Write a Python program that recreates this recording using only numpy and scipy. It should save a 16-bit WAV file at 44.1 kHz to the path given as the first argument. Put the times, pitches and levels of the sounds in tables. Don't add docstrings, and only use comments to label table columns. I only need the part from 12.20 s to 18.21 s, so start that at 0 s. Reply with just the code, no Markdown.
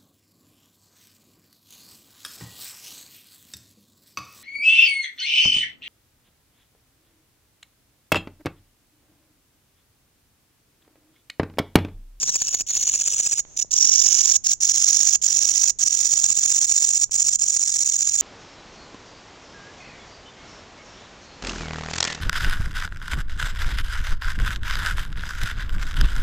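import sys
import numpy as np
from scipy import signal
from scipy.fft import rfft, irfft
from scipy.io import wavfile
from scipy.ndimage import uniform_filter1d, map_coordinates

SR = 44100
rng = np.random.default_rng(int(sys.argv[2]) if len(sys.argv) > 2 else 0)


def digitize_waveform(pressure):
    field = np.atleast_2d(pressure).T
    bounded = np.clip(field, -1, 1)
    quanta = np.round(bounded * 32767).astype(np.int16)
    wavfile.write(sys.argv[1], SR, quanta)


N = 265041
TIME = np.arange(N) / SR

# (time [s], relative level [dB], extra press around a burst's last drag [dB])
EFFORT = [(0, -19.5, 11.5), (.42, -20, 13), (.6, -17, 6.5), (1.2, -20.5, 10.5), (1.42, -20.5, 1),
          (1.72, -14.5, -1), (2.12, -15.5, 0), (2.3, -16.5, -0.5), (2.85, -15.5, 0.5), (3.15, -16.5, 1),
          (3.9, -18, 3), (4.35, -16.5, 1.5), (4.7, -18, 3.5), (5.4, -20, 2.5), (6.01, -19.5, 2.5)]


def undb(db):
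    return 10 ** (np.asarray(db) / 20)


def unit(x):
    return x / np.sqrt(np.mean(x ** 2))


def read(table, at):
    key, *columns = np.transpose(table)
    return [np.interp(at, key, column) for column in columns]


def band(x, lo_hz, hi_hz, order=2):
    edges = [lo_hz, min(hi_hz, .49 * SR)]
    return signal.sosfiltfilt(signal.butter(order, edges, "band", fs=SR, output="sos"), x)


def colour(x, points, size=4096):
    hz, db = np.transpose(points)
    grid = np.maximum(np.fft.rfftfreq(size, 1 / SR), 1)
    outline_db = np.interp(np.log(grid), np.log(hz), db)
    cepstrum = irfft(np.log(undb(outline_db)))
    cepstrum[1:size // 2] *= 2
    cepstrum[size // 2 + 1:] = 0
    response = irfft(np.exp(rfft(cepstrum)))
    return signal.fftconvolve(x, response)[:N]


def wander(rate):
    steps = rng.standard_normal(N)
    return unit(np.interp(TIME * rate, np.arange(N), steps))


def delayed(x, samples):
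    return map_coordinates(x, [np.arange(N) - samples], order=3)


def bursts():
    # (end of first burst [s], end of last burst [s], strokes in each burst [count],
    #                     stroke period [s], lag in mid-phrase [s])
    phrases = [(.039, .417, [3] * 7, .0205, 0), (.514, 1.201, [3] * 12, .0205, -.0066), (1.425, 1.425, [3],
               .025, 0), (1.539, 1.586, [2, 2], .025, 0), (1.652, 2.163, [3, 2, 3, 3, 3, 3, 3, 2, 3, 2],
               .021, .001), (2.269, 2.334, [2, 3], .0205, 0), (2.454, 2.956, [3] * 9, .0205, .002),
               (3.065, 3.503, [3] * 8, .0205, .001), (3.636, 3.682, [3, 2], .0205, 0),
               (3.750, 4.126, [3] * 7, .0205, -.001), (4.194, 4.452, [3] * 5, .0205, 0),
               (4.522, 4.841, [3] * 6, .021, -.001), (4.961, 5.157, [3] * 4, .021, 0),
               (5.240, 6.027, [3] * 13, .021, -.001)]
    warm_up_db, warm_up_s = -1.5, .15
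    rows = []
    for first, last, groups, period, lag in phrases:
        beats = np.cumsum(groups) - groups[0]
        along = beats / max(beats[-1], 1)
        ends = first + (last - first) * along + lag * np.sin(np.pi * along)
        for end, strokes in zip(ends, groups):
            db, press_db = read(EFFORT, end)
            level_db = db + warm_up_db * np.exp(-(end - first) / warm_up_s)
            rows.append((end, strokes, period, level_db, press_db))
    return np.array(rows)


def wing_motion():
    # (time from its flick [s], typical teeth per second [Hz], relative force [dB])
    drag_shape = [(-.0155, 3300, -40), (-.0138, 3100, 2), (-.0122, 3000, -8), (-.009, 3000, -1),
                  (-.006, 2500, 1), (-.0045, 2200, 4), (-.003, 2100, -10), (-.002, 2000, -40)]
    # (time from its own mark [s], typical teeth per second [Hz], relative force [dB])
    flick_shape = [(-.003, 5500, -25), (-.0018, 5800, -2), (0, 6400, 0), (.001, 6750, -3), (.002, 6950, -6),
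                   (.004, 6980, -10)]
    drag_db = -7
    first_db, first_late_s = -4, .001
    press_at_s, press_width_s = -.0097, .0044
    press_cost = .029
    lock_db = 15
    burst_spread_db, drag_spread_db, flick_spread_db = .5, -.35, -1.35
    drag_speed_spread, flick_speed_spread = .14, .03
    stroke_scatter_s = .0012

    rate, force, grip = np.full((2, N), 3000.), np.zeros((2, N)), np.zeros(N)
    played = bursts()
    chance = rng.standard_normal((len(played), 3, 4))
    played[:, 3] += burst_spread_db * rng.standard_normal(len(played))
    waits = np.diff(played[:, 0], prepend=0)
    for (end, strokes, period, db, press_db), wait, luck in zip(played, waits, chance):
        strokes = int(round(strokes))
        near = slice(max(0, int((end - .08) * SR)), int((end + .01) * SR))
        push = np.zeros_like(force[:, near])
        hard_db = press_db * np.exp(-((TIME[near] - end - press_at_s) / press_width_s) ** 2 / 2)
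        grip[near] += hard_db / lock_db
        for k in range(strokes):
            speed, drag_luck, flick_luck, time_luck = luck[k]
            first = k == strokes - 1
            span = .7 if first and wait > .08 else 1
            scatter_s = (k > 0) * stroke_scatter_s * time_luck
            flick_s = end - k * period + first * first_late_s + scatter_s
            age = (TIME[near] - flick_s) / span
            drag_move_db = drag_db + hard_db + drag_spread_db * drag_luck
            flick_move_db = -press_cost * press_db * (k == 0) + flick_spread_db * flick_luck
            moves = [(drag_shape, drag_move_db, drag_speed_spread),
                     (flick_shape, flick_move_db, flick_speed_spread)]
            for m, (shape, move_db, spread) in enumerate(moves):
                hz, shape_db = read(shape, age)
                on = (age > shape[0][0]) & (age < shape[-1][0])
                rate[m, near][on] = hz[on] * (1 + spread * speed)
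                push[m] += on * undb(shape_db + move_db + first * first_db)
        strength = np.sqrt(np.sum(push ** 2) / (strokes * period * SR))
        force[:, near] += push * undb(db) / strength
    return rate, force, np.clip(grip, 0, .6)


def teeth(hz, jitter, grit, uneven_db, count=8):
    phase = 2 * np.pi * np.cumsum(hz * (1 + jitter * wander(1500))) / SR
    clicks = sum(np.cos(k * phase) * (k * hz < SR / 2) for k in range(1, count + 1))
    gritty = unit(clicks) + grit * rng.standard_normal(N)
    return gritty * undb(uneven_db * np.tanh(wander(600)))


def katydid(rate, force, grip):
    # (pitch [Hz], relative level [dB])
    wing = [(900, -31.5), (2400, -20.5), (3800, -15.5), (5100, -13), (5880, -2), (6190, -7), (6550, -0.5),
            (6950, 5), (7650, -6), (8300, -14), (9200, -21), (10100, -42.5), (11200, -22.5), (13500, -64),
            (15500, -15.5)]
    # (time [s], gain of lower lobe [dB], gain of upper lobe [dB])
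    lobes = [(0, 7, 3), (.5, -1.5, -4), (1.1, 2, 5.5), (1.65, 9.5, -3.5), (2.2, 5, -0.5), (3.5, 4.5, 2.5),
             (4.4, 1.5, 5.5), (5.1, 4, 8.5), (6.01, 1.5, 5.5)]
    grip_hz = 2097
    loose = 1 - grip
    drag_hz = loose * rate[0] + grip * grip_hz
    drag_teeth = teeth(drag_hz, jitter=.11 * loose, grit=.7 * loose, uneven_db=3.2 * loose)
    flick_teeth = teeth(rate[1], jitter=.027, grit=.83, uneven_db=.5)
    drag = colour(force[0] * drag_teeth, wing)
    flick = colour(force[1] * flick_teeth, wing)
    song = unit(drag) * np.std(force[0]) + unit(flick) * np.std(force[1])
    lower, upper = undb(read(lobes, TIME))
    lower_change = (lower - 1) * band(song, 4900, 6200)
    upper_change = (upper - 1) * band(song, 7200, 9000)
    return song + lower_change + upper_change


def treble(song):
    return band(song, 7800, 20000, order=4)


def grass(song):
    count, near_db, near_s, sway_s = 4, -17, .004, .00006
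    far_db, far_s, size = -17, .021, 8192
    out = song
    for k in range(count):
        late_s = near_s * (k + 1 + rng.random()) / count + sway_s * wander(1.15)
        out = out + undb(near_db) * delayed(song, late_s * SR)
    tail = rng.standard_normal(size) * np.exp(-np.arange(size) / SR / far_s)
    lingering = band(song, 4000, 9000, order=1)
    return out + undb(far_db) * signal.fftconvolve(lingering, tail / np.linalg.norm(tail))[:N]


def crackle(song):
    per_s, spread_db = 1300, 3
    steepness, most = 1.056, 6
    no_press_db, db_per_press = -32, 1.19
    power = np.abs(uniform_filter1d(unit(song) ** 2, int(.0043 * SR)))
    power = most * np.tanh(power / most)
    popping = rng.random(N) < per_s / SR
    pops = popping * rng.choice([-1, 1], N) * undb(spread_db * rng.standard_normal(N))
    # (pitch [Hz], relative level [dB])
    dull = [(30, -8), (120, 5), (700, 3.5), (2000, 1), (4000, 1), (9000, -18.5)]
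    pops = unit(colour(pops, dull))
    press_db = read(EFFORT, TIME)[1]
    return pops * np.std(song) * power ** steepness * undb(no_press_db + db_per_press * press_db)


def night():
    # (pitch [Hz], relative density [dB])
    night_air = [(22, -2), (55, -2), (85, -6), (130, -6), (220, -17), (500, -32), (1200, -43), (2500, -45),
                 (5200, -45), (5900, -28), (6700, -23), (7900, -44), (10000, -64), (16000, -66)]
    rumble_db, chorus_db = -55.5, -44.5
    swell_at_s, swell_width_s, swell_peak_db = 1.33, .069, 9
    air = unit(colour(rng.standard_normal(N), night_air))
    chorus = band(air, 400, 20000)
    rumble = air - chorus
    swell_db = swell_peak_db * np.exp(-((TIME - swell_at_s) / swell_width_s) ** 2 / 2)
    both = rumble * undb(rumble_db) + chorus * undb(chorus_db + swell_db)
    return both * undb(2 * wander(5.4))


def handling_bumps():
    # (start [s], peak level [dB], upper edge of the bump's band [Hz])
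    handling = [(1.251, -33.5, 3520), (1.447, -35, 695), (4.894, -42, 2000)]
    decay_s = .0008
    out = 0
    for start, db, hz in handling:
        age = np.maximum(TIME - start, 0)
        burst = rng.standard_normal(N) * (age > 0) * np.exp(-age / decay_s)
        bump = band(burst, 80, hz)
        out = out + undb(db) * bump / np.abs(bump).max()
    return out


def scene():
    # (time [s], ring at right minus left [dB], lag of right port [samples])
    hold = [(0, -1, 11.87), (1.3, 3.5, 14.8), (1.65, 8.5, 10.6), (1.95, 13, 13.1), (2.4, 6, 8.05),
            (2.85, 11, 8.3), (4.1, 7.5, 8.13), (4.7, 5.5, 8.17), (6.01, 6.5, 7.85)]
    top_db = -2
    left_crackle_db, right_crackle_db = 0, -7
    crackle_turn = .67
    motion = wing_motion()
    song, aside = (katydid(*motion) for _ in range(2))
    top = treble(song)
    facing_db, lag = read(hold, TIME)
    facing = undb(facing_db)
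    ring = (song - top) * np.sqrt(2 / (1 + facing ** 2))
    left = grass(ring + undb(top_db) * treble(aside))
    right = grass(facing * ring + undb(top_db) * top)
    left = left + undb(left_crackle_db - crackle_turn * facing_db) * crackle(song)
    right = right + undb(right_crackle_db + crackle_turn * facing_db) * crackle(song)
    shared = night() / 2
    return np.array([port + shared + night() + handling_bumps() for port in (left, delayed(right, lag))])


def record(dry):
    ceiling, top_hz = .8, 15900
    power = np.abs(uniform_filter1d(dry ** 2, int(.0005 * SR), axis=1))
    envelope = np.sqrt(2 * power)
    held = dry / (1 + (envelope / ceiling) ** 4) ** (1 / 4)
    return signal.sosfilt(signal.ellip(10, .2, 70, top_hz, fs=SR, output="sos"), held)


dry = scene()
out = record(dry)
digitize_waveform(out)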